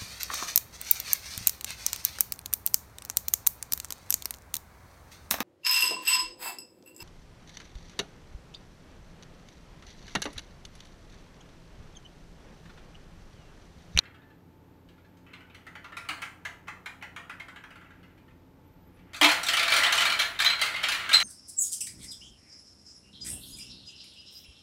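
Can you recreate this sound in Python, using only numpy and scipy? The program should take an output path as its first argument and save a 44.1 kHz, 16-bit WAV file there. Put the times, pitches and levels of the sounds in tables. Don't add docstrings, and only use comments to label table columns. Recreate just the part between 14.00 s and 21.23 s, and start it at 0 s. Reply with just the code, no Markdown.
import sys
import numpy as np
from scipy import signal
from scipy.fft import rfft, irfft
from scipy.io import wavfile
from scipy.ndimage import uniform_filter1d

SR = 44100
rng = np.random.default_rng(int(sys.argv[2]) if len(sys.argv) > 2 else 0)


def generate_wav(sig):
    pcm = np.round(np.clip(np.atleast_2d(sig).T, -1, 1) * 32767).astype(np.int16)
    wavfile.write(sys.argv[1], SR, pcm)


def makeup_ratio(level_db):
    decades = np.asarray(level_db, float) / 20
    return 10 ** decades


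N = 318843
LEAD = 128

# frequency in Hz, width in Hz (wider dies faster), level in dB.
TRACK = [(688, 18.5, -2), (1020, 12.7, -8.5), (1390, 9.5, -1), (2051, 150, 10.5), (2340, 24, 1),
         (2635, 43, 7), (3030, 66, 8.5), (3280, 59, 14), (4240, 73, 7), (4620, 92, -8), (4470, 8.3, -43),
         (5366, 99, -4.5), (5330, 330, -27.5), (6140, 220, -47), (6580, 140, -32)]


def evened(x):
    return x / np.sqrt(np.mean(x ** 2) + 1e-20)


def read(points, hz):
    f, value = np.transpose(points)
    return np.interp(np.log(hz + 1), np.log(f + 1), value)


def add(mix, start_s, sound):
    part = mix[round(start_s * SR):][:len(sound)]
    part += sound[:len(part)]


def ring(hz, t60_s, size):
    t = np.arange(size) / SR
    return makeup_ratio(-60 * t / t60_s) * np.sin(2 * np.pi * hz * t)


def hiss():
    # frequency in Hz, relative density in dB per Hz.
    hiss_shape = [(35, -32), (60, -19), (91, -3.5), (129, -7.5), (171, -1), (211, -10), (266, -3),
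                  (336, -7), (709, -18.5), (874, -15.5), (1030, -20.5), (3450, -32.5), (9850, -45),
                  (13700, -35), (15700, -51)]
    hz = np.fft.rfftfreq(N, 1 / SR)
    noise = irfft(rfft(rng.standard_normal(N)) * makeup_ratio(read(hiss_shape, hz)), N)
    return makeup_ratio(-58) * evened(noise)


def hum():
    # frequency in Hz, rms level in dB before wavering.
    hum_lines = [(86.1, -63), (118.4, -67), (177.6, -68), (263.8, -75), (312.2, -79), (506.0, -76),
                 (877.5, -74.5)]
    unsteadiness = [0.078, 0.055, 0.56, 0.68, 0.35, 0.11, 0.09]
    t = np.arange(N) / SR
    out = np.zeros(N)
    for (hz, db), waver in zip(hum_lines, unsteadiness):
        slow = uniform_filter1d(rng.standard_normal((2, N)), size=3000)
        a, b = uniform_filter1d(slow, size=3000)
        wobble = 1 + waver * (evened(a) + 1j * evened(b))
        out += np.sqrt(2) * makeup_ratio(db) * (wobble * np.exp(2j * np.pi * hz * t)).real
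    return out


def rumble():
    # time in seconds, level in dB.
    swell = [(0.0, -69), (3.5, -67), (6.26, -60.5), (7.23, -64)]
    band = signal.butter(2, [30, 55], "bandpass", fs=SR, output="sos")
    noise = evened(signal.sosfilt(band, rng.standard_normal(N)))
    return noise * makeup_ratio(np.interp(np.arange(N) / SR, *np.transpose(swell)))


def whistle():
    # time in seconds, frequency in Hz.
    pitch = [(4.63, 11435), (4.652, 11332), (4.69, 12436), (4.742, 11865), (4.812, 12200), (4.846, 11763),
             (4.888, 12300), (4.965, 10300), (5.0, 10150)]
    level_db, flicker_depth = -80.5, 0.9
    partner_ratio, partner_db = 1.25, -8
    s, hz = np.transpose(pitch)
    t = np.arange(s[0], s[-1], 1 / SR)
    jitter_hz = 60 * evened(uniform_filter1d(rng.standard_normal(len(t)), size=200))
    phase = 2 * np.pi * np.cumsum(np.interp(t, s, hz) + jitter_hz) / SR
    flicker = 1 + flicker_depth * evened(uniform_filter1d(rng.standard_normal(len(t)), size=600))
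    tone = np.sin(phase) + makeup_ratio(partner_db) * np.sin(partner_ratio * phase)
    fade = signal.windows.tukey(len(t), 0.2)
    out = np.zeros(N)
    add(out, s[0], np.sqrt(2) * makeup_ratio(level_db) * tone * flicker * fade)
    return out


def tray():
    # frequency in Hz, level in dB, t60 in seconds.
    tray_modes = [(304.7, 2, 0.19), (299, -4.5, 0.26), (295, 5, 0.09), (373, 1, 0.082), (510, -10, 0.08),
                  (682, 3, 0.13), (973, 0.5, 0.21)]
    # start in seconds, level in dB.
    tray_knocks = [(2.093, -44), (5.213, -21), (5.244, -19.5)]
    out, t = np.zeros(N), np.arange(20000) / SR
    swell = (1 - np.exp(-t / 0.015)) ** 2
    body = sum(makeup_ratio(db) * ring(hz, t60_s, len(t)) for hz, db, t60_s in tray_modes)
    for s, db in tray_knocks:
        add(out, s, makeup_ratio(db) * body * swell)
    return out


def chime():
    # frequency in Hz, level in dB, t60 in seconds.
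    chime_modes = [(4060, 0.5, 0.16), (4150, 1.5, 0.28), (7900, 3, 0.18)]
    # start in seconds, level in dB, extra gain of the top mode in dB.
    strikes = [(6.4534, -29, -20), (6.5008, -27, -15), (7.1368, -13.5, -14.5)]
    sag_per_s = 0.2
    flutter_depth = 0.4
    out, t = np.zeros(N), np.arange(20000) / SR
    bend = 1 - sag_per_s * t / 2
    for s, db, top_db in strikes:
        low, beat, top = (makeup_ratio(m) * ring(hz * bend, t60_s, len(t)) for hz, m, t60_s in chime_modes)
        flutter = 1 + flutter_depth * evened(uniform_filter1d(rng.standard_normal(len(t)), size=300))
        tone = low + beat + makeup_ratio(top_db) * top
        add(out, s, makeup_ratio(db) * tone * flutter * (1 - np.exp(-t / 0.0012)))
    return out


def knock_parts(own_hz, modes_db=-7, own_db=-5):
    # frequency in Hz, relative density in dB per Hz.
    crack_shape = [(300, -23), (600, -10), (1000, -2.5), (1700, 0), (2400, 0.5), (3500, 1), (4300, -3),
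                   (5200, -13.5), (7000, -19.5), (9000, -24), (11500, -28), (13200, -33), (14800, -31),
                   (16000, -33)]
    size = 4096
    hz, t = np.fft.rfftfreq(size, 1 / SR), np.arange(size) / SR
    mix, detune = rng.standard_normal((2, len(TRACK)))
    body = sum(makeup_ratio(db + 7 * m) * ring(f * (1 + 0.0033 * d), 4.2 / width, size)
               for (f, width, db), m, d in zip(TRACK, mix, detune))
    crack = 0.14 * rng.standard_normal(size) * np.exp(-t / 0.0034)
    crack[0] = 1
    crack = irfft(rfft(crack) * makeup_ratio(read(crack_shape, hz)))
    own = ring(own_hz, 0.045, size)
    sound = rfft(evened(crack) + makeup_ratio(modes_db) * evened(body) + makeup_ratio(own_db) * evened(own))
    above = [1 / (1 + (edge_hz / (hz + 1)) ** 8) for edge_hz in (430, 1200, 2800, 5000)]
    bands = -np.diff(above + [0 * hz], axis=0)
    parts = np.roll(irfft(sound * bands), LEAD, axis=1)
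    spread = 12
    return spread * parts / np.linalg.norm(parts, axis=1)[:, None]


def small_knocks():
    knocks_per_s, pieces = 450, 9
    low, high = np.zeros((2, 3, N))
    for k, hz in enumerate(np.geomspace(1300, 3100, num=pieces)):
        hit = rng.random(N) < knocks_per_s / pieces / SR
        size = makeup_ratio(1.8 * np.minimum(rng.exponential(1, N), 4)) * hit
        dull, middle, bright, sharp = knock_parts(hz, modes_db=-10, own_db=-13)
        low[k % 3] += signal.oaconvolve(size, makeup_ratio(-16) * dull + middle)[:N]
        high[k % 3] += signal.oaconvolve(size, bright + makeup_ratio(-5) * sharp)[:N]
    return evened(low), evened(high)


def tube_hum():
    upper_db = [-2, -10]
    hz, width, _ = TRACK[0]
    modes = ring(hz, 1.9 / width, 8192)
    for k, db in zip((2, 3), upper_db):
        modes = modes + makeup_ratio(db) * ring(TRACK[k][0], 6.1 / width, 8192)
    return evened(signal.oaconvolve(rng.standard_normal(N), modes)[:N])


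def tower_shake():
    band = signal.butter(2, [230, 430], "bandpass", fs=SR, output="sos")
    return evened(signal.sosfilt(band, rng.standard_normal(N)))


def rattle():
    # time in seconds, level in dB.
    rolling = [(0.0, -56), (0.11, -61.5), (0.4, -92), (1.2, -82), (1.308, -57), (1.454, -64), (1.66, -63),
               (1.92, -63), (2.1, -64), (3.2, -67), (3.772, -61), (4.116, -66), (4.5, -90), (5.14, -60.5),
               (5.19, -59), (5.31, -27.5), (5.38, -36.5), (5.75, -26.5), (6.04, -28), (6.23, -39.5),
               (6.47, -44), (6.62, -34), (7.23, -35)]
    crowd_s, tube_exit_s = 5.14, 6.26
    t = np.arange(N) / SR
    bright_db = np.where(t < crowd_s, -36, -9.5)
    tube_db = np.where(t < crowd_s, -3, -2) - 8.5 * (t > tube_exit_s)
    low, high = small_knocks()
    out = low + makeup_ratio(bright_db) * high
    out[0] += makeup_ratio(tube_db) * tube_hum()
    out[1] += makeup_ratio(-18.5) * tower_shake()
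    level_db = np.interp(t, *np.transpose(rolling))
    return out * makeup_ratio(level_db) / np.sqrt(6)


def blows():
    # start in seconds, level in dB, ring of the piece hit in Hz, hardness in dB.
    loading, bounces = [(0.0044, -49.5, 1630, 2), (0.0355, -45.5, 1850, -3), (0.054, -44.5, 2700, -5),
                        (0.144, -46, 1720, -7), (0.218, -49.5, 1755, -12), (0.3027, -53, 1730, -8),
                        (0.8875, -52.5, 1710, 9), (0.9794, -57.5, 1420, 2), (1.047, -55, 1720, 1),
                        (1.1704, -59, 1760, 15), (1.265, -47.5, 2670, -5), (1.3343, -37.5, 2930, -2),
                        (1.406, -45.5, 1535, -3), (1.4985, -49, 2970, -4), (1.5463, -42.5, 3000, 6.5),
                        (4.0302, -48.5, 1710, 1), (4.1032, -60, 1590, -5), (4.1778, -55.5, 2440, 2),
                        (4.28, -52.5, 1840, -5), (4.306, -59, 2510, -8), (4.9708, -60, 2670, 6),
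                        (4.992, -56, 2680, 5)], [(1.6671, -36, 1940, -2), (1.7532, -35, 1720, -2),
                                         (1.8436, -35, 1384, -3), (1.9215, -36, 1790, -10),
                                         (1.9687, -29.5, 2560, 6.5), (2.05, -41.5, 1390, -2),
                                         (2.0883, -23.5, 3080, 8), (2.102, -29, 1690, -11),
                                         (2.175, -40, 1390, -10), (2.2189, -28.5, 2220, 5),
                                         (2.2242, -28, 1375, -0.5), (2.4514, -26, 1754, 2),
                                         (2.6724, -41, 1750, -4), (2.6811, -29.5, 2090, -1),
                                         (2.8596, -29, 2430, 2), (3.012, -44, 2300, -8),
                                         (3.0245, -31, 2130, -0.5), (3.1628, -30.5, 1890, 0),
                                         (3.235, -46, 1380, -20), (3.2964, -31, 1740, -2.5),
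                                         (3.3987, -33, 2170, -1), (3.4835, -36.5, 2200, -1),
                                         (3.5603, -36, 1700, -4.5), (3.6384, -38.5, 1730, -2),
                                         (3.706, -40.5, 1720, -2), (3.7569, -42.5, 1540, 0),
                                         (3.813, -46, 1730, -4), (3.8452, -48, 1640, -8),
                                         (3.9052, -44.5, 1676, -7)]
    gate, clatter = [(5.1333, -37.5, 1270, 0), (5.1445, -35.5, 2660, 2), (5.164, -37.5, 1330, 6),
                     (5.2125, -11, 2410, -4), (5.2294, -13, 2320, 2.5), (5.2439, -11, 2630, -1),
                     (5.2579, -24, 2340, -16), (5.2894, -18, 2450, 0.5), (5.3151, -22, 1470, 5.5)], [(5.4331, -31, 1390, 15), (5.4658, -29, 2350, 9),
                                   (5.4855, -19.5, 2835, 5.5), (5.5348, -18.5, 3030, 1),
                                   (5.5694, -19.5, 2340, 2.5), (5.5942, -19, 2520, -1),
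                                   (5.6291, -20.5, 2340, 0.5), (5.6802, -18, 2340, -2),
                                   (5.7028, -28.5, 2360, 10.5), (5.7207, -15, 2350, -4),
                                   (5.7378, -16.5, 1720, 1), (5.7644, -17.5, 2340, 4.5),
                                   (5.7844, -22.5, 2340, 5), (5.804, -17.5, 1990, -36),
                                   (5.8337, -18, 3030, 2.5), (5.845, -17.5, 1985, -17),
                                   (5.8644, -19.5, 1985, -6), (5.9244, -16.5, 2930, 3),
                                   (5.9534, -31.5, 1390, 15), (5.9778, -18.5, 3030, 2),
                                   (6.0065, -17, 1390, -0.5), (6.019, -22.5, 3030, 2),
                                   (6.0527, -16.5, 2370, -2), (6.0611, -22, 2410, -1),
                                   (6.0995, -25.5, 2950, 5), (6.122, -18.5, 2370, -2.5),
                                   (6.1905, -23.5, 4095, 2), (6.1965, -18, 2310, 1),
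                                   (6.2163, -22, 1725, -3), (6.2494, -29, 1900, -15),
                                   (6.3518, -36, 2050, -18), (6.3904, -21.5, 1790, -4),
                                   (6.4009, -18, 2360, -1), (6.4194, -22, 2230, 3.5),
                                   (6.4464, -17, 2310, -2.5), (6.4595, -19, 4040, 0.5),
                                   (6.4994, -20, 3980, -9), (6.5294, -23.5, 4180, -25),
                                   (6.5934, -33, 4040, 1), (6.615, -17, 2090, 2.5), (6.6344, -23, 2120, -5),
                                   (6.6594, -28.5, 2200, 3), (6.7406, -23.5, 2130, -20),
                                   (6.7615, -29.5, 2100, -2.5), (6.832, -25.5, 1420, 0),
                                   (6.8374, -18.5, 2360, -6), (6.8857, -21, 2890, 3.5),
                                   (6.9194, -22, 2420, 0), (6.9452, -25.5, 1870, 0),
                                   (7.0094, -30.5, 2270, -12), (7.0918, -23, 1613, -3),
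                                   (7.1151, -19.5, 2380, -13), (7.1304, -24.5, 3830, 10.5),
                                   (7.1345, -21.5, 2280, 2), (7.1379, -19, 2190, 1),
                                   (7.1428, -25.5, 4090, 6), (7.1537, -31, 4060, 7),
                                   (7.201, -22, 2350, -0.5)]
    loading_colour, bounce_colour = [-16.5, -15, -17, -4.5, -6], [-11, -25, -16.5, -10, -9]
    gate_colour, clatter_colour = [-10, -7, -6.5, -7, -6.5], [-14.5, -4.5, -7, -3, -7]
    hardening = np.array([0.019, 0.21, 0.86])
    spot_db = 2
    bright_db_per_octave = 6
    own_db_per_hardness_db = -0.29
    thinning_db_per_s = -0.5
    out = np.zeros((3, N + LEAD))
    for table, colour in ((loading, loading_colour), (bounces, bounce_colour),
                          (gate, gate_colour), (clatter, clatter_colour)):
        *colour_db, own_db, modes_db = colour
        for k, (s, db, hz, hard_db) in enumerate(table):
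            spot = spot_db * rng.standard_normal(3) * [1, 1, 0]
            dull_db, bright_db, sharp_db = colour_db + hard_db * hardening + spot
            dull_db += thinning_db_per_s * max(s - clatter[0][0], 0)
            bright_db += bright_db_per_octave * np.log2(hz / 2000)
            parts = knock_parts(hz, modes_db, own_db + own_db_per_hardness_db * hard_db)
            knock = makeup_ratio([dull_db, 0, bright_db, sharp_db]) @ parts
            add(out[k % 3], s, makeup_ratio(db) * knock)
    return out[:, LEAD:]


def room(places):
    # frequency in Hz, t60 in seconds.
    decay = [(300, 0.5), (800, 0.57), (2100, 0.31), (5500, 0.33), (9000, 0.42), (12000, 0.36), (15000, 0.5)]
    direct_db = -6
    taps = np.zeros((3, SR // 2))
    slots = np.arange(40, SR // 2 - 20, 16)
    at = slots + rng.integers(0, 16, (3, len(slots)))
    np.put_along_axis(taps, at, rng.choice([-1., 1.], at.shape), 1)
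    hz, t, z = signal.stft(taps, SR, nperseg=128)
    early = 1 + 0.87 * np.exp(-t / 0.0093)
    fall = makeup_ratio(-60 * t / read(decay, hz)[:, None])
    tail = signal.istft(z * early * fall, SR, nperseg=128)[1]
    tail /= np.linalg.norm(tail, axis=1)[:, None]
    tail[:, :2] += makeup_ratio(direct_db) * np.array([1, -0.85])
    return signal.fftconvolve(places, tail, axes=1)[:, :N].sum(0)


def scene():
    track = room(blows() + rattle())
    background = hiss() + hum() + rumble() + whistle()
    return (track + chime() + tray() + background)[None]


def roll_off(x):
    return signal.sosfilt(signal.butter(12, 16800, fs=SR, output="sos"), x)


def record(dry):
    bass_cut = signal.butter(3, 32, "highpass", fs=SR, output="sos")
    top_cut = signal.firwin(255, 15750, window=("kaiser", 4), fs=SR)[None]
    mix = signal.oaconvolve(signal.sosfilt(bass_cut, dry), top_cut, "same")
    return roll_off(mix)


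dry = scene()
out = record(dry)
generate_wav(out)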